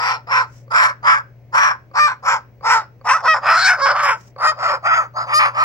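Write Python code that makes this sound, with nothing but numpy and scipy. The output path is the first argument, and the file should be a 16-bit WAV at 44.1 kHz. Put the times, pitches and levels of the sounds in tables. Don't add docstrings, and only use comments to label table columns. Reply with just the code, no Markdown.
import sys
import numpy as np
from scipy import signal
from scipy.fft import rfft, irfft
from scipy.io import wavfile
from scipy.ndimage import uniform_filter1d, minimum_filter1d, map_coordinates

SR = 44100
rng = np.random.default_rng(int(sys.argv[2]) if len(sys.argv) > 2 else 0)


def master(y):
    cut = np.clip(np.atleast_2d(y).T, -1, 1)
    pcm = np.round(cut * 32767)
    wavfile.write(sys.argv[1], SR, pcm.astype(np.int16))


N = 248724
TIME = np.arange(N) / SR
FREQS = np.fft.rfftfreq(N, 1 / SR)
LOW_REST_HZ, HIGH_REST_HZ = 1282.5, 5115


def gain_of(db):
    return 10 ** (np.asarray(db) / 20)


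def evened(x):
    return x / np.sqrt(np.mean(x ** 2) + 1e-20)


def read(points, hz):
    f, value = np.transpose(points)
    return np.interp(np.log(hz + 1), np.log(f + 1), value)


def follow(rows, t):
    times, *columns = np.transpose(rows)
    return [np.interp(t, np.sort(times), column) for column in columns]


def wander(rate_hz):
    return evened(irfft(rfft(rng.standard_normal(N)) * np.exp(-(FREQS / rate_hz) ** 2), N))


def bell(hz, centre_hz, half_width_hz):
    return 1 / (1 + ((hz - centre_hz) / half_width_hz) ** 2)


def loudness(x, size):
    window = np.hanning(size)
    return np.sqrt(abs(signal.oaconvolve(x ** 2, window / window.sum(), "same")) + 1e-12)


def hum(balance_db=1.8, waver_db=.4, whine_hz=15734, whine_db=-74):
    # (frequency [Hz], level [dB])
    partials = [(60, -69.5), (120, -47.5), (137.6, -61), (240, -79.5), (560, -70.5)]
    # (time [s], gain [dB])
    swell = [(0, 1), (.35, 1.5), (.66, 4.5), (.78, .5), (1.48, 2), (1.62, -2.5), (2.5, -1.5), (3.6, -1),
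             (4.4, -.5), (5, .5), (5.55, 3.5)]
    tones = sum(gain_of(db + waver_db * wander(5.2)) * np.sin(2 * np.pi * (hz * TIME + rng.random()))
                for hz, db in partials)
    drone = gain_of(follow(swell, TIME)[0]) * tones
    whine = gain_of(whine_db + 2 * wander(2)) * np.sin(2 * np.pi * whine_hz * TIME)
    return np.sqrt(2) * (drone * gain_of([[balance_db], [-balance_db]]) + whine)


def air(level_db=-52.5):
    # (frequency [Hz], relative density [dB])
    colour = [(25, -10), (60, 1), (110, 4), (200, -2), (320, -5), (600, -6), (1300, -26), (2200, -19.5),
              (3500, -34), (6000, -32.5), (9000, -50), (15000, -39)]
    # (frequency [Hz], correlation [0-1])
    likeness = [(50, 0.91), (300, 0.56), (1000, 0.91), (3000, .1)]
    left, other = rfft(rng.standard_normal((2, N)))
    same = np.clip(read(likeness, FREQS), -1, 1)
    right = same * left + np.sqrt(1 - same ** 2) * other
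    return gain_of(level_db) * evened(irfft(np.array([left, right]) * gain_of(read(colour, FREQS)), N))


def gestures(t, onset_db=24, end_db=23.5, onset_db_per_s=2992.5, tail_db_per_s=475):
    # (start [s], length [s], effort [dB], attack [s], release [s], pitch [Hz],
    # roughness [0-1], low resonance [Hz], high resonance [Hz], bite [dB], rasp [dB],
    # hollow neck tone [dB], shrillness [dB])
    calls = [(-0.033, 0.23, -16.5, 0.03, 0.091, 509.5, 0.68, 1177, 5350, -5.5, -15.5, -5.5, 11.5),
             (0.273, 0.18, -11.5, 0.079, 0.065, 515, 0.6, 1260, 5290, -7.5, -19.5, -5.5, 11),
             (0.707, 0.22, -9.5, 0.055, 0.11, 640, 0.85, 1417, 5260, -11, -21, -2.5, 4.5),
             (1.031, 0.18, -10, 0.055, 0.086, 610, 0.7, 1363, 5054, -12.4, -25, -10.5, -2.5),
             (1.526, 0.23, -12, 0.03, 0.096, 595, 0.82, 1381, 5470, -9.5, -20.5, -5.5, 14),
             (1.94, 0.2, -10.5, 0.056, 0.1, 600, 0.7, 1337, 5600, -9.5, -20, -10, 20),
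             (2.229, 0.17, -14.5, 0.064, 0.067, 555, 0.88, 1286, 5160, -12.5, -19.5, 0, 5),
             (2.629, 0.2, -11.5, 0.072, 0.087, 482, 0.64, 1275, 5170, -9, -16, 4, 9.5),
             (3.047, 0.17, -10.5, 0.052, 0.11, 530, 0.81, 1232, 5430, -8.5, -19, -5.5, 8),
             (3.226, 0.18, -9.5, 0.067, 0.1, 620, 0.8, 1256, 5265, -19.5, -20, 2, 6.5),
             (3.417, 0.37, -10.5, 0.089, 0.1136, 630, 0.8, 1284, 5110, -5.5, -20, -0.5, 5),
             (3.756, 0.229, -12, 0.0986, 0.1, 570, 0.8, 1260, 5080, -14, -15.5, 7.5, 11),
             (3.923, 0.21, -15.0, 0.037, 0.043, 591.5, 0.75, 1248, 5098, -10.5, -21, -1, 5),
             (4.016, 0.154, -12.5, 0.022, 0.066, 551.2, 0.8, 1287, 5150, -1, -16, 2.2, -13.5),
             (4.382, 0.16, -11.5, 0.086, 0.057, 600, 0.85, 1268, 4853, -15.5, -19, 1.5, 6),
             (4.562, 0.23, -15.5, 0.11, 0.066, 610, 0.8, 1223, 4985, -11, -17.5, 5.5, 6),
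             (4.829, 0.23, -12.5, 0.04, 0.091, 675, 0.67, 1285, 4763, -6, -20, -1.5, -5),
             (5.139, 0.15, -20, 0.042, 0.092, 623.5, 0.85, 1217, 4811, -20.5, -18, 4, 8),
             (5.262, 0.26, -10.5, 0.13, 0.084, 590, 0.72, 1197, 4766, -3, -19.5, -5.8, -5.1),
             (5.529, 0.26, -13, 0.078, 0.07, 625, 0.62, 1205, 5247, -3.5, -21, -2.7, 10)]
    arch_skew, throat_open_s = .85, .03
    start, length, effort_db, attack, release, *voice = np.transpose(calls)[:, :, None]
    age, remaining = t - start, start + length - t
    rise_db = onset_db * np.clip(1 - age / attack, 0, 1) ** 2 + onset_db_per_s * np.maximum(-age, 0)
    fall_db = end_db * np.clip(1 - remaining / release, 0, 1) ** 2
    tail_db = tail_db_per_s * np.maximum(-remaining, 0)
    each_db = effort_db - rise_db - fall_db - tail_db
    level_db = each_db.max(0)
    share = gain_of(each_db - level_db) ** 2
    shut = 1 - np.sin(np.pi * np.clip(age / length, 0, 1) ** arch_skew)
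    opening = np.exp(-np.maximum(age, 0) / throat_open_s)
    return [level_db] + [(share * v).sum(0) / share.sum(0) for v in (shut, opening, *voice)]


def controls(t, *names):
    # (time [s], pitch rise [share], added roughness [share],
    # added effort [dB], added bite [dB], added rasp [dB], added shrillness [dB])
    screech = [(3.49, 0, 0.015, 0, 2, 2, -2), (3.55, 0.079, -0.382, -1.5, -8, 3.5, -2),
               (3.595, 0.13, -0.28, -3.5, -8, 10.5, 5), (3.635, 0.22, -.28, -4, -2.5, 19, 16),
               (3.675, .29, -.43, -1, 6.5, 16, -1.5), (3.72, 0.25, -.38, 2, 5.5, 4.5, -12.5),
               (3.765, .22, -0.39, 0, -5, 2, -10), (3.81, 0.011, 0, -1, 0.5, -0.5, -1)]
    pitch_sag, low_sag, high_sag = .13, .02, .033
    shut_rough, shut_bite_db, shut_rasp_db, shut_neck_db = .3, -13.5, -6, 13.5
    low_scoop, high_scoop, opening_bite_db, opening_rasp_db = .21, .055, 2, 4.5
    low_lift = .42
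    grid = TIME[::44]
    effort, shut, opening, pitch, rough, low, high, bite, rasp, neck, shrill = gestures(grid)
    climb, more_rough, more_effort, more_bite, more_rasp, more_shrill = follow(screech, grid)
    lock, note_pitch, note_rough, note_bite, note_rasp = locked_notes(grid)
    curves = dict(
        effort=effort + more_effort,
        pitch=(1 - lock) * pitch * (1 - pitch_sag * shut) * (1 + climb) + lock * note_pitch,
        rough=(1 - lock) * (rough + shut_rough * shut + more_rough) + lock * note_rough,
        low=low * (1 - low_sag * shut - low_scoop * opening) * (1 + low_lift * climb),
        high=high * (1 - high_sag * shut - high_scoop * opening),
        bite=bite + shut_bite_db * shut + opening_bite_db * opening + more_bite + lock * note_bite,
        rasp=rasp + shut_rasp_db * shut + opening_rasp_db * opening + more_rasp + lock * note_rasp,
        neck=neck + shut_neck_db * shut,
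        shrill=shrill + more_shrill)
    return [np.interp(t, grid, curves[name]) for name in names]


def syrinx(jitter=.12, waver=.025, shimmer_db=6, smear=.45, leak=.06):
    pitch, rough = controls(TIME, "pitch", "rough")
    rough = np.clip(rough, 0, 1)
    wobble = np.exp(rough * (jitter * wander(350) + waver * wander(50)))
    cycles = np.cumsum(pitch * wobble) / SR
    pulses = evened(sum(np.cos(2 * np.pi * k * cycles + smear * k ** 2) for k in range(1, 25)))
    puffs = evened((1 + np.exp(-2 * (cycles % 1))) * rng.standard_normal(N))
    turbulence = .5 * rough ** 2
    strength = gain_of(rough * shimmer_db * wander(550))
    return strength * (pulses * (1 - rough / 2) + (leak + turbulence) * puffs)


def overtone_ripple(hz, high_hz, depth_db=3.5):
    field = rng.standard_normal((400, len(high_hz)))
    for _ in range(2):
        field = uniform_filter1d(uniform_filter1d(field, size=5, axis=0), size=35, axis=1)
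    place = np.arange(len(hz))[:, None] * HIGH_REST_HZ / high_hz
    frame = np.broadcast_to(np.arange(len(high_hz)), place.shape)
    treble = np.clip((hz - 1500) / 2500, 0, 1)
    return depth_db * treble * map_coordinates(evened(field), [place, frame], order=1, mode="nearest")


def throat(source, peak_db=6, bite_trim_db=-1, neck_hz=550, shrill_hz=4200, low_cut_hz=470):
    # (frequency [Hz], relative level [dB])
    body_shape = [(250, -51.5), (400, -24), (540, -15), (700, -12), (950, 5), (1250, -2), (1500, 6.5),
                  (1750, -8), (2200, -12), (3200, -78)]
    bite_shape = [(1200, -40), (1650, -7), (1850, 0), (2150, -7), (2500, -7), (2800, -16), (3300, -21),
                  (3800, -27), (5000, -55)]
    rasp_shape = [(2000, -40), (3000, -17), (3700, -20), (4400, -13), (4850, -8), (5200, 1), (5500, -3),
                  (6300, -23), (7050, -10), (9200, -35), (10500, -23), (11800, -34), (13200, -30),
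                  (16000, -46)]
    hz, t, spectrum = signal.stft(source, SR, nperseg=512, noverlap=384)
    hz = hz[:, None]
    low_hz, high_hz = controls(t, "low", "high")
    bite_db, rasp_db, neck_db, shrill_db = controls(t, "bite", "rasp", "neck", "shrill")
    ripple = overtone_ripple(hz, high_hz)
    body = read(body_shape, hz * LOW_REST_HZ / low_hz) + peak_db * bell(hz, low_hz, 140)
    body += neck_db * bell(hz, neck_hz, 130)
    bite = read(bite_shape, hz) + ripple
    rasp = read(rasp_shape, hz * HIGH_REST_HZ / high_hz) + shrill_db * bell(hz, shrill_hz, 750) + ripple
    regions = [(body, 0), (bite, bite_db + bite_trim_db), (rasp, rasp_db)]
    power = sum(gain_of(shape + db) ** 2 / (gain_of(shape) ** 2).sum(0) for shape, db in regions)
    power /= 1 + (low_cut_hz / (hz + 1)) ** 12
    return signal.istft(spectrum * np.sqrt(power), SR, nperseg=512, noverlap=384)[1][:N]


def squawks(tremble_db=1.5, fast_share=.75):
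    voice = throat(syrinx())
    swing = loudness(voice, size=221) ** fast_share * loudness(voice, size=1301) ** (1 - fast_share)
    effort_db, rough = controls(TIME, "effort", "rough")
    return gain_of(effort_db + tremble_db * rough * wander(37)) * voice / swing


def feathers(flutter_db=3):
    # (start [s], length [s], level [dB])
    rustles = [(0.453, 0.21, -57.5), (4.159, 0.17, -54.5)]
    # (frequency [Hz], relative density [dB])
    colour = [(2000, -9.5), (4200, -19), (5500, -4), (7500, -12), (10000, -30), (15000, -22)]
    hiss = evened(irfft(rfft(rng.standard_normal((2, N))) * gain_of(read(colour, FREQS)), N))
    swell = sum(gain_of(db) * np.sin(np.pi * np.clip((TIME - start) / length, 0, 1))
                for start, length, db in rustles)
    return swell * gain_of(flutter_db * wander(40)) * hiss


def beak_clicks(attack_s=.0011):
    # (time [s], peak level [dB])
    clicks = [(.679, -39), (1.913, -38), (2.609, -34), (3.012, -36), (4.362, -29)]
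    # (frequency [Hz], relative level [dB], time to fall 60 dB [s])
    modes = [(534, 4, 0.059), (770, -7.5, 0.053), (1140, 5.5, 0.027), (1550, -5, 0.029),
             (2220, -12.5, 0.039), (4550, -10.5, 0.02)]
    t = np.arange(SR // 10) / SR
    ring = sum(gain_of(db - 60 * t / t60) * np.sin(2 * np.pi * hz * t) for hz, db, t60 in modes)
    ring *= np.minimum(t / attack_s, 1)
    taps = np.zeros(N)
    for start, db in clicks:
        taps[round(start * SR)] = gain_of(db)
    return signal.oaconvolve(taps, ring / abs(ring).max())[:N]


def locked_notes(t, fade_s=.00796):
    # (start [s], length [s], pitch [Hz], glide [Hz/s],
    # roughness [0-1], added bite [dB], added rasp [dB])
    notes = [(2.0, .067, 601.2, 7.5, .07, -5.5, -3.5), (2.746, .038, 462, -1000, 0.5, -3, -0.5),
             (3.119, .024, 542.5, 200.5, .42, -5.5, -0.5), (3.146, .02, 655, -300, 0.5, -4, -1),
             (3.257, .019, 480, 401, 0.42, 4.5, -2.5), (3.283, .054, 644.3, -320, .05, 13, 0),
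             (3.821, .03, 544.6, 93, 0.08, -19, 3), (4.025, .03, 592.3, -1200, 0.51, -3.5, 2),
             (4.476, .038, 618, 460, .2, 8.5, 7.5), (4.121, .025, 478.1, -1500, 0.43, -4, -1),
             (4.884, .045, 683, -900, 0.5, -4, -4), (4.985, .025, 658, -600, .48, -8, -4),
             (5.345, .042, 593, 747.5, .06, -10, 13), (5.585, 0.045, 627, -250, 0.6, -7, 0)]
    start, length, pitch, glide, *timbre = np.transpose(notes)
    outside_s = abs(t[:, None] - start - length / 2) - length / 2
    nearest = outside_s.argmin(1)
    lock = np.clip(1 - outside_s.min(1) / fade_s, 0, 1)
    note_hz = pitch[nearest] + glide[nearest] * (t - start[nearest])
    return [lock, note_hz] + [column[nearest] for column in timbre]


def microphones(x):
    # (time [s], lead of the left microphone [ms], left minus right [dB])
    bearing = [(0, 0.19, 16.5), (1.6, 0.18, 14.5), (2.7, 0.11, 12), (3.2, 0.042, 10.5), (3.6, -0.036, 8.5),
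               (4, -0.052, 5.5), (4.6, -0.12, 4.5), (5.4, -0.17, 3)]
    # (frequency [Hz], weight on that lead [factor])
    detour = [(450, .53), (1000, 1.15), (1500, 1.38), (2200, .91), (2800, 1.17), (3800, .96), (5000, 1.07)]
    # (frequency [Hz], weight on that imbalance [factor])
    shadow = [(300, .08), (1300, -0.074), (2400, 0.43), (4400, .59), (15000, 0.78)]
    # (starting delay [ms], drift [ms/s], level [dB], left lead [ms])
    echoes = [(.31, .334, -14, .5), (1.76, .206, -20, .41), (.39, .283, -19, .31)]
    hz, t, spectrum = signal.stft(x, SR, nperseg=1024, noverlap=768)
    lead_ms, balance_db = follow(bearing, t)
    hz, side = hz[:, None], np.array([.5, -.5])[:, None, None]
    phase_per_ms = 2j * np.pi * hz / 1000
    timing = np.exp(phase_per_ms * side * lead_ms * read(detour, hz))
    direct = timing * gain_of(side * read(shadow, hz) * balance_db)
    direct /= np.sqrt((abs(direct) ** 2).mean(0))
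    reflected = sum(gain_of(db) * np.exp(phase_per_ms * (side * lead - delay - drift * t))
                    for delay, drift, db, lead in echoes)
    return signal.istft(spectrum * (direct + reflected), SR, nperseg=1024, noverlap=768)[1][:, :N]


def room(x, early_db=-12, tail_db=-24, early_decay_s=.007, predelay_s=.003, taps_per_s=2500):
    # (frequency [Hz], time to fall 60 dB [s])
    decay = [(200, 0.27), (1200, 0.29), (5000, 0.3), (14000, 0.049)]
    t = np.arange(SR // 2) / SR
    signs = rng.choice([-1., 1.], (2, len(t)))
    taps = signs * (rng.random((2, len(t))) < taps_per_s / SR) * (t > predelay_s)
    hz, age, spectrum = signal.stft(taps, SR, nperseg=256)
    fade = gain_of(-60 * age / read(decay, hz)[:, None])
    tail = signal.istft(spectrum * fade, SR, nperseg=256)[1][:, :len(t)]
    early = taps[::-1] * np.exp(-t / early_decay_s)
    response = sum(gain_of(db) * part / np.linalg.norm(part[0])
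                   for part, db in [(early, early_db), (tail, tail_db)])
    return signal.fftconvolve(x[None], response, axes=1)[:, :N]


def scene():
    bird = squawks() + beak_clicks()
    return microphones(bird) + room(bird) + feathers() + hum() + air()


def record(dry, ceiling=.93, cutoff_hz=15850):
    allowed_gain = ceiling / np.maximum(abs(dry).max(0), ceiling)
    limited = dry * uniform_filter1d(minimum_filter1d(allowed_gain, size=301), size=301)
    low_pass = signal.firwin(1023, cutoff_hz, window=("kaiser", 9), fs=SR)
    return signal.oaconvolve(limited, low_pass[None], "same")


dry = scene()
out = record(dry)
master(out)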